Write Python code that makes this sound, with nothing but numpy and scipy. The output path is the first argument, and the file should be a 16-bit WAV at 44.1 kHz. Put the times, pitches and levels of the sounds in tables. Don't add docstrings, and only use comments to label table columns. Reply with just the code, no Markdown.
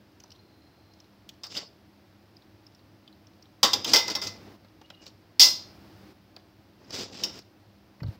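import sys
import numpy as np
from scipy import signal
from scipy.fft import rfft, irfft
from scipy.io import wavfile
from scipy.ndimage import uniform_filter1d

SR = 44100
rng = np.random.default_rng(int(sys.argv[2]) if len(sys.argv) > 2 else 0)


def generate_wav(signal):
    frames = np.transpose(np.atleast_2d(signal))
    scaled = np.clip(frames, -1, 1) * 32767
    pcm = np.round(scaled).astype(np.int16)
    wavfile.write(sys.argv[1], SR, pcm)


N = 361179


def amp(db):
    return 10 ** (np.asarray(db) / 20)


def unit_level(x):
    return x / np.sqrt(np.mean(x ** 2) + 1e-20)


def value_at(points, hz):
    row_hz, value = np.transpose(points)
    return np.interp(np.log(hz + 1), np.log(row_hz + 1), value)


def add(mix, start_s, sound):
    part = mix[max(round(start_s * SR), 0):][:len(sound)]
    part += sound[:len(part)]


def coloured(x, spectrum):
    gain = amp(value_at(spectrum, np.fft.rfftfreq(len(x), 1 / SR)))
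    return unit_level(irfft(rfft(x) * gain, len(x)))


def fading(decay_s, rise_s):
    t = np.arange(SR // 2) / SR
    return (1 - np.exp(-t / rise_s)) * amp(-60 * t / max(decay_s, .004))


def wavering(pitch_hz, width_hz):
    hz = np.fft.rfftfreq(N, 1 / SR)
    band = rfft(rng.standard_normal(N)) / (1 + ((hz - pitch_hz) / width_hz) ** 2)
    return unit_level(irfft(band, N))


def clash(spectrum, decay_s, rise_s, peak_hz=1000, peak_db=0, octaves=0.24):
    hz = np.fft.rfftfreq(SR // 2, 1 / SR)
    cluster_hz = np.arange(0, SR / 2, 110)
    uneven_db = 4 * np.interp(hz, cluster_hz, rng.standard_normal(len(cluster_hz)))
    favour_db = peak_db * np.exp(-(np.log2((hz + 1) / peak_hz) / octaves) ** 2)
    vibrations = irfft(rfft(rng.standard_normal(SR // 2)) * amp(uneven_db + favour_db), SR // 2)
    return coloured(vibrations, spectrum) * fading(decay_s, rise_s)


def ring(tones, life):
    t = np.arange(SR // 2) / SR
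    pitch_hz, level_db, decay_s = np.transpose(tones)
    gains = amp(level_db + 2 * rng.standard_normal(len(tones)))
    gains *= np.sqrt(2) / np.linalg.norm(gains)
    return sum(gain * np.sin(2 * np.pi * (hz * t + rng.random())) * fading(life * decay, 0.00066)
               for hz, gain, decay in zip(pitch_hz, gains, decay_s))


# frequency_hz, level_db
AIR_COLOUR = [(25, -33.5), (55, -9), (95, -1.5), (140, -7.5), (230, -9), (320, -4), (430, -14), (650, -13),
              (1100, -19), (3600, -26.5), (5000, -24.5), (7000, -39), (9500, -42), (15500, -35)]
# pitch_hz, level_db
HUM_TONES = [(101, -61), (200, -61.5), (315, -64)]

def air_and_hum(air_db=-53):
    air = amp(air_db) * coloured(rng.standard_normal(N), AIR_COLOUR)
    return air + sum(amp(db) * wavering(hz, width_hz=4.2) for hz, db in HUM_TONES)


# start_s, end_s, pitch_hz, width_hz, level_db
HIGH_TONES = [(.15, 1.15, 4160, 60, -67), (4.8, 5.07, 2860, 30, -61)]

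def thin_tones():
    out = np.zeros(N)
    for start_s, end_s, pitch_hz, width_hz, level_db in HIGH_TONES:
        size = round((end_s - start_s) * SR)
        tone = wavering(pitch_hz, width_hz)[:size]
        add(out, start_s, amp(level_db) * tone * signal.windows.tukey(size, .5))
    return out


# frequency_hz, decay_s
ECHO_DECAYS = [(150, .5), (1000, .42), (5000, .38), (7500, .3), (10000, .24), (15000, .22)]

def kitchen_echo(x, build_s=0.00073):
    hz, t, bands = signal.stft(rng.standard_normal(SR), SR, nperseg=256)
    decay = amp(-60 * t / value_at(ECHO_DECAYS, hz)[:, None])
    tail = signal.istft(bands * decay, SR, nperseg=256)[1]
    tail *= 1 - np.exp(-(np.arange(len(tail)) / SR / build_s) ** 2)
    return signal.oaconvolve(x, tail / np.linalg.norm(tail))[:N]


# start_s, level_db, pitch_hz
THUMPS = [(8.019, -22, 138.6), (8.043, -20, 104.3), (8.062, -21.5, 113), (8.084, -18, 105),
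          (8.169, -37, 106)]

def low_thumps(decay_s=0.063):
    out, t = np.zeros(N), np.arange(SR // 2) / SR
    for start_s, level_db, pitch_hz in THUMPS:
        boom = -np.sin(2 * np.pi * pitch_hz * t) * fading(decay_s, rise_s=0.0021)
        add(out, start_s, amp(level_db) * boom)
    return out


# frequency_hz, level_db
TICK_COLOUR = [(200, -39.5), (1900, -6.5), (2900, 1.5), (3400, -1), (4200, 2.5), (5200, 2), (6000, -6),
               (7200, -10.5), (9500, -24), (15000, -17)]
THUD_COLOUR = [(50, -18.5), (200, 1), (480, -1), (800, -5), (1500, -12), (3000, -16), (9000, -58)]
TREBLE_COLOUR = [(3000, -37.5), (6000, -16), (7500, 0), (9500, -6.5), (12500, -3), (15000, 3.5),
                 (16000, -2)]
# start_s, level_db, relative_thud_db, peak_hz
SHORT_TICKS = [(.2015, -42.5, -22, 5970), (.2375, -46.5, 0, 5800), (.305, -46.5, -19.5, 5300),
               (.3178, -42, -21, 5370), (.936, -52, -18, 5740), (1.0018, -47, -17, 5560),
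               (1.291, -34.5, -22, 3220), (2.368, -50.5, -2, 5140), (2.6664, -46.5, -25, 5250),
               (2.7477, -46, -18, 5500), (3.0769, -45.5, -21, 3200), (3.269, -51, -13, 5540),
               (3.4241, -48, -18.5, 5500), (4.6465, -52.5, 9.5, 4400), (4.8142, -48, 5, 1810),
               (4.9019, -38.5, 2, 3180), (5.0651, -38, -9, 5000), (6.3641, -40.5, 3, 4600),
               (6.9062, -35.5, -6, 5270), (7.2360, -22.5, -31.5, 2630), (7.3898, -39, -20, 5210),
               (8.0025, -51.5, 12.5, 1800), (8.031, -43.5, 7.5, 4820)]

def short_ticks(snap_db=-9, faint_db=-53, faint_thud_db=-13, faint_hz=3800):
    out = np.zeros(N)
    faint = [(row[0] + rng.uniform(.015, .09), faint_db, faint_thud_db, faint_hz)
             for row in SHORT_TICKS]
    for start_s, level_db, thud_db, peak_hz in SHORT_TICKS + faint:
        tick = clash(TICK_COLOUR, decay_s=.03, rise_s=0.00039, peak_hz=peak_hz, peak_db=11)
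        snap = amp(snap_db) * clash(TREBLE_COLOUR, decay_s=0.00525, rise_s=.0001)
        thud = amp(thud_db) * clash(THUD_COLOUR, decay_s=0.051, rise_s=0.0016)
        add(out, start_s, amp(level_db) * (tick + snap + thud))
    return out


def stroke(length_s, growth_db, bite_s=0.028, release_s=.09):
    t = np.arange(SR // 2) / SR
    pressure_db = growth_db * (np.minimum(t / length_s, 1) - .5)
    release_db = -60 * np.maximum(t - length_s, 0) / release_s
    return np.minimum(t / bite_s, 1) * amp(pressure_db + release_db)


def slips(per_s=1400, spread_db=0.5, decay_s=0.019):
    strength = amp(spread_db * np.minimum(rng.exponential(1, N), 3))
    releases = strength * (rng.random(N) < per_s / SR)
    power = signal.oaconvolve(releases ** 2, fading(decay_s, rise_s=.0001) ** 2)[:N]
    return unit_level(np.sqrt(abs(power)) * rng.standard_normal(N))


# frequency_hz, level_db
STEEL_COLOUR = [(100, -47), (600, -37), (1800, -21.5), (2400, -15.5), (3000, -8.5), (3500, -6.5),
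                (4300, -5.5), (5000, 1.5), (5600, -4), (6300, -9), (7500, -15.5), (9500, -39),
                (16000, -56.5)]
RUB_COLOUR = [(40, -19), (100, 0.5), (200, -0.5), (360, 4), (600, -1.5), (1000, -9.5), (1500, -13),
              (2500, -15), (5000, -32.5), (10000, -56)]
# pitch_hz, level_db, base_decay_s
TONG_TONES = [(2035, -14, .26), (2700, -14, .15), (3454, -12, .19), (3578, -14, .17), (3965, -14, .24),
              (4184, -7, .19), (4725, -2, .2), (4783, -1, .23), (4942, -2, .22), (5008, -3, .2),
              (5095, -3, .21), (5447, -2, .21), (5513, -2, .19), (5578, -2, .19), (5911, -12, .17),
              (6353, -11, .18), (6482, -8, .2), (7246, -17, .24), (8290, -22, .2)]
# start_s, length_s, grate_db, rub_db, growth_db
STROKES = [(1.483, 0.096, -46.5, -48.5, 14), (1.553, .08, -53, -47.5, -8), (3.74, .07, -56, -40.5, -23),
           (3.855, .08, -31.5, -37, 0), (4.031, .085, -45, -45, 19), (4.218, 0.051, -40, -46, -7),
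           (4.269, .25, -74, -54.5, 3.5), (5.0, .08, -56, -52, 6), (6.779, 0.138, -65.5, -53, 14.5),
           (6.917, .118, -37.5, -41.5, -3), (7.036, 0.087, -59.5, -50.5, -5),
           (7.115, 0.124, -47.5, -45.5, 2), (7.232, 0.069, -51, -50.5, -6), (7.321, 0.072, -51, -50.5, -2)]

def tong_scrapes(ring_db=-16, treble_db=-20, rub_share=.45):
    grate, rub = np.zeros((2, N))
    for start_s, length_s, grate_db, rub_db, growth_db in STROKES:
        add(grate, start_s, amp(grate_db) * stroke(length_s, growth_db))
        add(rub, start_s, amp(rub_db) * stroke(length_s, rub_share * growth_db))
    friction = slips()
    steel = coloured(friction, STEEL_COLOUR) + amp(treble_db) * coloured(friction, TREBLE_COLOUR)
    arms = ring(TONG_TONES, life=.55)
    singing = amp(ring_db) * signal.oaconvolve(friction * grate, arms / np.linalg.norm(arms))[:N]
    return grate * steel + singing + rub * coloured(friction, RUB_COLOUR)


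# frequency_hz, level_db
KNOCK_COLOUR = [(40, -34), (130, -17.5), (320, -2.5), (550, -2), (720, 0), (980, 2), (1500, -4),
                (2300, -10), (4000, -27.5), (9000, -56)]
# pitch_hz, level_db, base_decay_s
BOWL_TONES = [(840, -8, .25), (2033, -2, .34), (2062, -10, .25), (2091, -8, .28), (2557, -7, .2),
              (3246, -11, .3), (3646, -3, .33), (4549, -3, .17), (4620, -4, .2), (4902, 2, .17),
              (5033, 2, .19), (5556, 7, .15), (6029, -6, .2)]
DISH_TONES = [(345, -14, .2), (533, -17, .18), (824, -9, .22), (1001, -4, .2), (1335, -13, .18),
              (2848, -13, .2), (3105, -11, .16), (3316, -7, .17), (3642, 0, .27), (4048, -6, .17),
              (4554, -6, .2), (4910, -1, .2), (5082, -5, .14), (5868, -7, .12)]
CONTACT_MIX = {"tongs": (4.5, 7.5, -3.5, -21.5, -28.5), "bowl": (1.5, 2, -18.5, -4.5, -16.5),
               "dish": (1, 1.5, -18, -17, -7), "rim": (-2, 14, -16, -29.5, -27),
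               "glancing": (-8, 15.5, -28, -21, -24)}
# start_s, level_db, relative_knock_db, decay_s, peak_hz, contact
BLOWS = [(1.4347, -34.5, -9, 0.098, 4940, "dish"), (1.466, -38, -18, 0.038, 4970, "rim"),
         (1.551, -27, -27, 0.02, 3020, "glancing"), (1.567, -25.5, -34, .04, 3240, "glancing"),
         (1.5735, -23, -35, 0.055, 4650, "glancing"), (3.6302, -10.5, -8, 0.13, 3700, "dish"),
         (3.7322, -16, -17.5, 0.07, 3470, "dish"), (3.8449, -17.5, -18, 0.045, 3230, "rim"),
         (3.9345, -10, -9, .11, 5250, "bowl"), (3.958, -14.5, -11.5, 0.16, 5460, "bowl"),
         (4.0794, -24, -8.5, 0.024, 1980, "bowl"), (4.0999, -29, -17, 0.084, 5150, "bowl"),
         (4.1515, -22, -11, 0.074, 5300, "bowl"), (4.2161, -30.5, -6, 0.24, 2840, "bowl"),
         (4.270, -30.5, -13.5, 0.085, 6100, "bowl"), (5.3955, -9.5, -28, 0.2, 5300, "tongs"),
         (5.402, -17, -14, 0.14, 3300, "tongs"), (5.414, -10.5, -29, 0.22, 5830, "tongs"),
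         (5.430, -11.5, -22.5, 0.094, 5140, "tongs"), (5.456, -23.5, -10, 0.25, 5100, "tongs"),
         (7.2358, -16.5, -26.5, 0.055, 5470, "rim")]

def tong_clinks(treble_db=-17):
    out = np.zeros(N)
    for start_s, level_db, knock_db, decay_s, peak_hz, contact in BLOWS:
        bright_db, peak_db, tongs_db, bowl_db, dish_db = CONTACT_MIX[contact]
        steel = clash(STEEL_COLOUR, decay_s, rise_s=0.00052, peak_hz=peak_hz, peak_db=peak_db)
        treble = amp(treble_db + bright_db) * clash(TREBLE_COLOUR, decay_s, rise_s=0.00039)
        knock = amp(knock_db) * clash(KNOCK_COLOUR, decay_s=.17, rise_s=0.0058)
        life = np.clip(decay_s / 0.15, .5, 1.1)
        tongs = amp(tongs_db) * ring(TONG_TONES, life)
        bowl = amp(bowl_db) * ring(BOWL_TONES, life)
        dish = amp(dish_db) * ring(DISH_TONES, life)
        add(out, start_s, amp(level_db) * (steel + treble + knock + tongs + bowl + dish))
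    return out


def scene(echo_db=-11):
    near = tong_clinks() + short_ticks() + tong_scrapes()
    echo = amp(echo_db) * kitchen_echo(near)
    return (near + echo + air_and_hum() + low_thumps() + thin_tones())[None]


def suppressor(x, depth_db=6.0, open_db=-37, knee_db=0.2, memory_s=0.127, clear_db=11, slope_db=7):
    _, t, bands = signal.stft(x, SR, nperseg=256)
    keep = np.exp(-1 / (memory_s * SR))
    recent_db = 10 * np.log10(signal.lfilter([1 - keep], [1, -keep], x ** 2) + 1e-12)
    active = .5 - .5 * np.tanh((np.interp(t, np.arange(N) / SR, recent_db) - open_db) / knee_db)
    power = uniform_filter1d(uniform_filter1d(abs(bands) ** 2, size=7, axis=0), size=3, axis=1)
    band_db = 10 * np.log10(abs(power) + 1e-20)
    floor_db = np.median(band_db, axis=1, keepdims=True)
    weak = np.clip((floor_db + clear_db - band_db) / slope_db, 0, 1)
    return signal.istft(bands * amp(-depth_db * active * weak), SR, nperseg=256)[1][:N]


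def record(dry, low_hz=44, high_hz=15850, ceiling=.93):
    thin = signal.sosfilt(signal.butter(3, low_hz, "high", fs=SR, output="sos"), dry[0])
    quiet = suppressor(thin)
    rounded = quiet / (1 + (quiet / ceiling) ** 6) ** (1 / 6)
    treble_cut = signal.firwin(511, high_hz, window=("kaiser", 9), fs=SR)
    return signal.oaconvolve(rounded, treble_cut, "same")[None]


dry = scene()
out = record(dry)
generate_wav(out)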